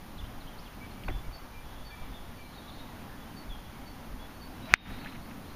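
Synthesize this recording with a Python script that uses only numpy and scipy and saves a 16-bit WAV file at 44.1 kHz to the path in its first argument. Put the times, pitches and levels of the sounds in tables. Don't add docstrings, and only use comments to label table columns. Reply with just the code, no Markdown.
import sys
import numpy as np
from scipy import signal
from scipy.fft import rfft, irfft
from scipy.io import wavfile
from scipy.ndimage import uniform_filter1d, map_coordinates

SR = 44100
rng = np.random.default_rng(int(sys.argv[2]) if len(sys.argv) > 2 else 0)


def dump_mix(stems):
    frames = np.atleast_2d(stems).T
    limited = np.clip(frames, -1, 1)
    pcm = np.round(limited * 32767).astype(np.int16)
    wavfile.write(sys.argv[1], SR, pcm)


def attenuation_scalar(level_db):
    decades = np.asarray(level_db, float) / 20
    return 10 ** decades


N = 244755
STRIKE_S = 4.738777


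def unit(x):
    return x / np.sqrt(np.mean(x ** 2) + 1e-20)


def curves(rows):
    s, *columns = np.transpose(rows)
    return [np.interp(np.arange(N) / SR, s, column) for column in columns]


def wobble(rate, size=N):
    knots = rng.standard_normal(int(size * rate / SR) + 4)
    return map_coordinates(knots, [np.arange(size) * rate / SR])


def noise(gain, size=N):
    hz = np.fft.rfftfreq(size, 1 / SR) + 1
    return unit(irfft(rfft(rng.standard_normal(size)) * gain(hz), size))


def shape(points):
    f, db = np.transpose(points)
    return lambda hz: attenuation_scalar(np.interp(np.log(hz), np.log(f), db))


def add(x, s, sound):
    part = x[round(s * SR):][:len(sound)]
    part += sound[:len(part)]


def road():
    # start_s, level_db
    swells = [(0, -52), (.4, -52), (.9, -51), (1.15, -49), (1.6, -54.5), (2.1, -50), (2.6, -51), (3.2, -49),
              (3.7, -52.5), (4.5, -47.5), (4.9, -44), (5.15, -48), (5.55, -49)]
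    # pitch_hz, level_db
    engine_colour = [(40, -30), (80, -0.5), (130, -4.5), (160, -3), (250, -1.5), (300, -5.5), (400, -18),
                     (800, -42.5)]
    # pitch_hz, level_db
    tyre_colour = [(100, -8), (300, -4), (480, -4.5), (820, -1.5), (1200, -5), (2000, -10.5), (3000, -15.5),
                   (5000, -23.5), (8000, -42), (12000, -120)]
    tyres_db, tyres_follow = -52.5, 0.14
    drone_db = curves(swells)[0]
    traffic_db = tyres_db + tyres_follow * (drone_db - drone_db.mean())
    drone = unit(attenuation_scalar(2.1 * wobble(6.21)) * noise(shape(engine_colour)))
    tyres = unit(attenuation_scalar(0.64 * wobble(8.9)) * noise(shape(tyre_colour)))
    return attenuation_scalar(drone_db + 0.5) * drone + attenuation_scalar(traffic_db + 1.5) * tyres


def wind():
    # peak_s, peak_db
    gust_list = [(.23, -36), (.43, -46.5), (1.0, -48), (1.11, -32), (1.3, -42.5), (1.58, -40), (1.7, -48),
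                 (1.82, -42), (2.02, -41), (2.12, -47), (2.29, -42.5), (2.8, -44), (3.18, -44), (3.48, -39),
                 (3.62, -53), (3.77, -46), (3.89, -44), (4.11, -43), (4.22, -47), (4.42, -49), (4.74, -36),
                 (4.92, -48), (5.16, -47), (5.44, -49)]
    # pitch_hz, level_db
    rumble_colour = [(15, 1), (30, -0.5), (55, -3), (80, -11), (130, -12.5), (300, -63)]
    rise_s, fall_s = 0.037, 0.078
    breeze_db, breeze_db_per_s = -48.5, -0.5
    t = np.arange(N) / SR
    gusts = np.zeros(N)
    for s, db in gust_list:
        gusts += attenuation_scalar(db) * np.exp(-np.maximum((s - t) / rise_s, (t - s) / fall_s))
    rumble = unit(attenuation_scalar(2.0 * wobble(31)) * noise(shape(rumble_colour)))
    return np.hypot(gusts, attenuation_scalar(breeze_db + breeze_db_per_s * t)) * rumble


def flocks():
    # start_s, length_s, centre_hz, width_hz, level_db
    bursts = [(0.093, 1, 3200, 350, -67), (1.551, 0.79, 3460, 250, -63), (2.402, 0.25, 4150, 250, -67),
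              (2.552, 0.39, 3700, 350, -61.5), (3.489, 0.13, 3300, 180, -59), (3.55, 0.3, 3270, 300, -67),
              (3.651, .25, 2214, 100, -65), (4.85, 0.39, 3900, 300, -63), (5.416, 0.144, 4000, 300, -71)]
    x, size = np.zeros(N), 65536
    for s, length, centre_hz, width_hz, db in bursts:
        u = np.linspace(0, 1, int(length * SR))
        band = noise(lambda hz: np.exp(-.5 * ((hz - centre_hz) / width_hz) ** 2), size=size)
        chatter = unit(attenuation_scalar(1.9 * wobble(41.1, size=size)) * band)
        add(x, s, attenuation_scalar(db) * np.sin(np.pi * u) ** .5 * chatter[:len(u)])
    return x


def tit():
    # start_s, low_db, high_db
    pairs = [(1.105, -70, -56), (1.63, -67, -57.5), (2.135, -60, -68), (2.62, -64, -74), (3.14, -71, -58),
             (3.64, -65, -60), (4.19, -60, -58)]
    low_hz, low_s, rise_hz = 3370, 0.084, 30
    high_hz, high_s, fall_hz, gap_s = 4540, 0.065, 100, .218
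    low = [(s, low_s, low_hz, low_hz + rise_hz, db, .25) for s, db, _ in pairs]
    high = [(s + gap_s, high_s, high_hz, high_hz - fall_hz, db, .07) for s, _, db in pairs]
    return low + high


def thrush():
    # start_s, length_s, pitch_hz, level_db
    pipes = [(0.807, .06, 2310, -51), (0.946, 0.17, 2320, -63), (1.235, .045, 2300, -60),
             (1.534, 0.069, 2390, -56), (1.907, 0.048, 2354, -53.5), (1.955, 0.12, 2360, -61),
             (2.378, 0.064, 2350, -59), (2.429, 0.078, 2340, -62.5)]
    sag_hz_per_s = 430
    return [(s, length, hz, hz - sag_hz_per_s * length, db, .12) for s, length, hz, db in pipes]


def warbler():
    # start_s, length_s, pitch_hz, level_db
    held_notes = [(.5, .065, 3240, -66), (1.052, 0.034, 4450, -62), (2.425, .05, 4200, -68),
                  (1.125, 0.095, 3480, -58), (1.64, 0.23, 3370, -66), (1.9, 0.022, 3480, -59),
                  (2.557, .014, 3870, -57), (2.58, 0.016, 3730, -53), (2.555, .045, 4420, -65),
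                  (2.688, .06, 4260, -64.5), (2.745, .045, 4390, -62), (2.79, .02, 4150, -63),
                  (2.794, 0.032, 3765, -54.5), (3.2, .042, 3420, -63), (3.21, .11, 3070, -69),
                  (4.337, .05, 4425, -67), (4.592, .06, 2950, -67), (4.624, .03, 3860, -56),
                  (4.65, .045, 3920, -57), (4.762, 0.061, 3730, -49.5), (4.835, 0.044, 3670, -53.5),
                  (4.871, .13, 3800, -61.5), (4.89, 0.066, 4180, -64), (4.99, .046, 4380, -61),
                  (4.996, 0.15, 4050, -65), (5.213, .05, 4385, -63), (5.474, .03, 4180, -61),
                  (5.493, .03, 4110, -64), (5.525, .024, 4230, -66)]
    return [(s, length, hz, hz, db, .14) for s, length, hz, db in held_notes]


def robin():
    # start_s, length_s, start_hz, end_hz, level_db
    strokes = [(.177, 0.013, 4300, 3270, -53.5), (0.189, 0.013, 3250, 3650, -51),
               (.197, .024, 3650, 2500, -57), (.237, 0.012, 2700, 3250, -58),
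               (.248, 0.013, 3250, 3050, -54), (.258, .012, 3050, 4120, -56),
               (0.405, .024, 4400, 3500, -55), (0.474, 0.016, 3000, 3350, -51.5),
               (0.483, .012, 3400, 2850, -58), (0.579, 0.028, 3850, 5700, -56.5),
               (0.64, .018, 4800, 3580, -60), (0.657, 0.028, 3630, 2600, -56.5),
               (.908, 0.018, 4080, 4500, -59), (1.104, .03, 3320, 3470, -56), (1.105, .08, 3036, 3340, -65),
               (1.347, .03, 4880, 5120, -64), (2.45, .03, 3900, 4280, -68), (2.49, .029, 4100, 4500, -68),
               (2.53, .03, 3115, 4600, -59.5), (2.678, 0.014, 3650, 4030, -55),
               (2.692, .013, 3950, 3350, -52.5), (2.739, .01, 3800, 4200, -57),
               (5.447, .03, 3200, 3800, -65)]
    return [(*row, .12) for row in strokes]


def callers():
    # start_s, length_s, start_hz, end_hz, level_db
    calls = [
        (1.887, 0.067, 1680, 1820, -58),
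        (2.141, 0.041, 3600, 3595, -58),
        (2.66, 0.077, 1187, 1127, -56.5),
        (3.093, .074, 1730, 1770, -59),
        (3.496, 0.066, 3515, 3186, -54),
    ]
    return [(*row, .35) for row in calls]


def birds():
    x = np.zeros(N)
    for s, length, start_hz, end_hz, db, rough in tit() + thrush() + warbler() + robin() + callers():
        u = np.linspace(0, 1, int(length * SR))
        pitch_shake = 110 * rough * wobble(145, size=16384)[:len(u)]
        level_shake = 3.3 * rough * wobble(70, size=16384)[:len(u)]
        hz = start_hz + (end_hz - start_hz) * u + pitch_shake
        level = np.sin(np.pi * u) ** 0.3 * attenuation_scalar(db + 4 - 2.5 * u + level_shake)
        add(x, s, level * np.sin(2 * np.pi * np.cumsum(hz) / SR))
    t = np.arange(SR // 2) / SR
    trees = rng.standard_normal(len(t)) * attenuation_scalar(-60 * t / .5)
    return x + attenuation_scalar(-7) * signal.fftconvolve(x, trees / np.linalg.norm(trees))[:N]


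def puffs(rows, octaves):
    x, t = np.zeros(N), np.arange(16384) / SR
    for s, db, centre_hz, t60 in rows:
        puff = noise(lambda hz: np.exp(-.5 * (np.log2(hz / centre_hz) / octaves) ** 2), size=len(t))
        add(x, s, attenuation_scalar(db - 60 * t / t60) * (1 - np.exp(-t / 0.002)) * puff)
    return x


def knock():
    # start_s, peak_db, centre_hz, t60_s (time to fade by 60 dB)
    parts = [
        (1.0354, -36, 2660, .018),
        (1.045, -40, 2200, .017),
        (1.081, -26, 1200, 0.019),
        (1.0842, -28, 2550, 0.02),
        (1.086, -34.5, 695, 0.073),
        (1.092, -38, 298, .12),
        (1.093, -38.5, 1730, 0.054),
        (1.1, -39, 3000, 0.016),
        (1.186, -41, 1000, 0.044),
    ]
    return puffs(parts, octaves=0.34)


def thumps():
    # start_s, level_db, pitch_hz, t60_s
    tones = [
        (1.082, -31, 38.8, 0.44),
        (1.104, -27, 69.6, 0.093),
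        (1.134, -32, 45, 0.26),
        (4.7406, -24, 2580, 0.015),
    ]
    x, t = np.zeros(N), np.arange(16384) / SR
    for s, db, hz, t60 in tones:
        add(x, s, attenuation_scalar(db - 60 * t / t60) * (1 - np.exp(-t / 0.0028)) * np.sin(2 * np.pi * hz * t))
    return x


def echoes():
    # delay_s after the click, peak_db, centre_hz
    tree_lines = [(.273, -43.5, 1950), (.306, -41, 2700), (.32, -38, 1700), (0.331, -39.5, 2100),
                  (.346, -46, 2900), (.379, -40, 1000), (.383, -46, 2300), (.408, -44, 1910),
                  (0.416, -43.5, 2200), (.571, -44.5, 2000)]
    returns = [(STRIKE_S + delay, db, hz, 0.047) for delay, db, hz in tree_lines]
    far_wood = [(STRIKE_S + .108, -50, 1580, 1.7)]
    return puffs(returns, octaves=0.35) + puffs(far_wood, octaves=0.8)


def turf():
    # start_s, peak_db, centre_hz, t60_s
    contacts = [
        (4.655, -44, 2800, .03),
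        (4.736, -29, 2400, 0.025),
        (4.74, -29, 5000, 0.015),
        (4.7435, -13, 2500, 0.015),
        (4.748, -31, 2130, 0.095),
        (4.77, -48, 2290, 0.59),
    ]
    return puffs(contacts, octaves=0.56)


def swish():
    # start_s, level_db, whistle_hz
    swing = [
        (4.5, -84, 453),
        (4.58, -71, 499),
        (4.65, -64, 565),
        (4.685, -52, 642),
        (4.715, -44, 747),
        (4.738, -47, 704),
        (4.743, -65, 717),
        (4.76, -120, 720),
    ]
    # pitch_hz, level_db
    wake_colour = [(300, -25), (800, -1), (1500, 0.5), (2500, 3.5), (4000, -10), (6000, -15), (8000, -37)]
    db, hz = curves(swing)
    turn = 2 * np.pi * np.cumsum(hz) / SR
    whistle = attenuation_scalar(2.4 * wobble(50)) * np.sin(turn) + 0.51 * wobble(90) * np.sin(2 * turn)
    wake = attenuation_scalar(wobble(90)) * noise(shape(wake_colour))
    return attenuation_scalar(db) * (wake + attenuation_scalar(2) * whistle)


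def strike():
    # pitch_hz, level_db, t60_s
    ball_modes = [(996, -9, .0064), (1600, 40, .00145), (1960, 30.2, .00227), (2260, 16.7, .00366)]
    t = np.maximum(np.arange(N) / SR - STRIKE_S, 0)
    ring = sum(attenuation_scalar(db - 60 * t / t60) * np.sin(2 * np.pi * hz * t) for hz, db, t60 in ball_modes)
    return -ring * (1 - np.exp(-t / .00106)) ** 2


def scene():
    background = road() + wind() + flocks() + birds() + knock() + thumps()
    return (background + echoes() + turf() + swish() + strike())[None]


def ducking():
    duck_db, attack_s, hold_s, release_s = -12.5, 0.004, 0.033, 0.12
    start = STRIKE_S + 0.0032
    held = start + attack_s + hold_s
    return attenuation_scalar(curves([(start, 0), (start + attack_s, duck_db), (held, duck_db), (held + release_s, 0)])[0])


def mute_weak_treble(x):
    hz, _, z = signal.stft(x, SR, nperseg=2048)
    mute_db = np.select([hz > 15300, hz > 5000], [-80, -98], -200)[:, None]
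    weak = uniform_filter1d(np.abs(z), size=3, axis=1) < attenuation_scalar(mute_db)
    return signal.istft(z * ~weak, SR, nperseg=2048)[1][:, :N]


def low_pass(x):
    return signal.sosfilt(signal.butter(12, 16550, fs=SR, output="sos"), x)


def record(dry):
    # pitch_hz, level_db
    line_colour = [(6500, 0), (7500, -7), (8400, 0.5), (12000, 2), (14500, 6), (15700, 6), (16600, -30)]
    # pitch_hz, level_db
    hiss_colour = [(1000, -20), (3000, 3), (5000, 0), (6500, -1.5), (7300, -5.5), (7900, -15.5),
                   (8500, -5.5), (9500, -1.5), (13000, -1.5), (15100, -1), (15350, -86.5)]
    duck = ducking()
    ducked = dry * duck
    clipped = ducked / (1 + np.abs(ducked) ** 16) ** (1 / 16)
    hz = np.fft.rfftfreq(N, 1 / SR) + 1
    coloured = irfft(rfft(clipped) * shape(line_colour)(hz), N)
    hiss = duck * attenuation_scalar(-60.5) * noise(shape(hiss_colour))
    return low_pass(mute_weak_treble(coloured + hiss))


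dry = scene()
out = record(dry)
dump_mix(out)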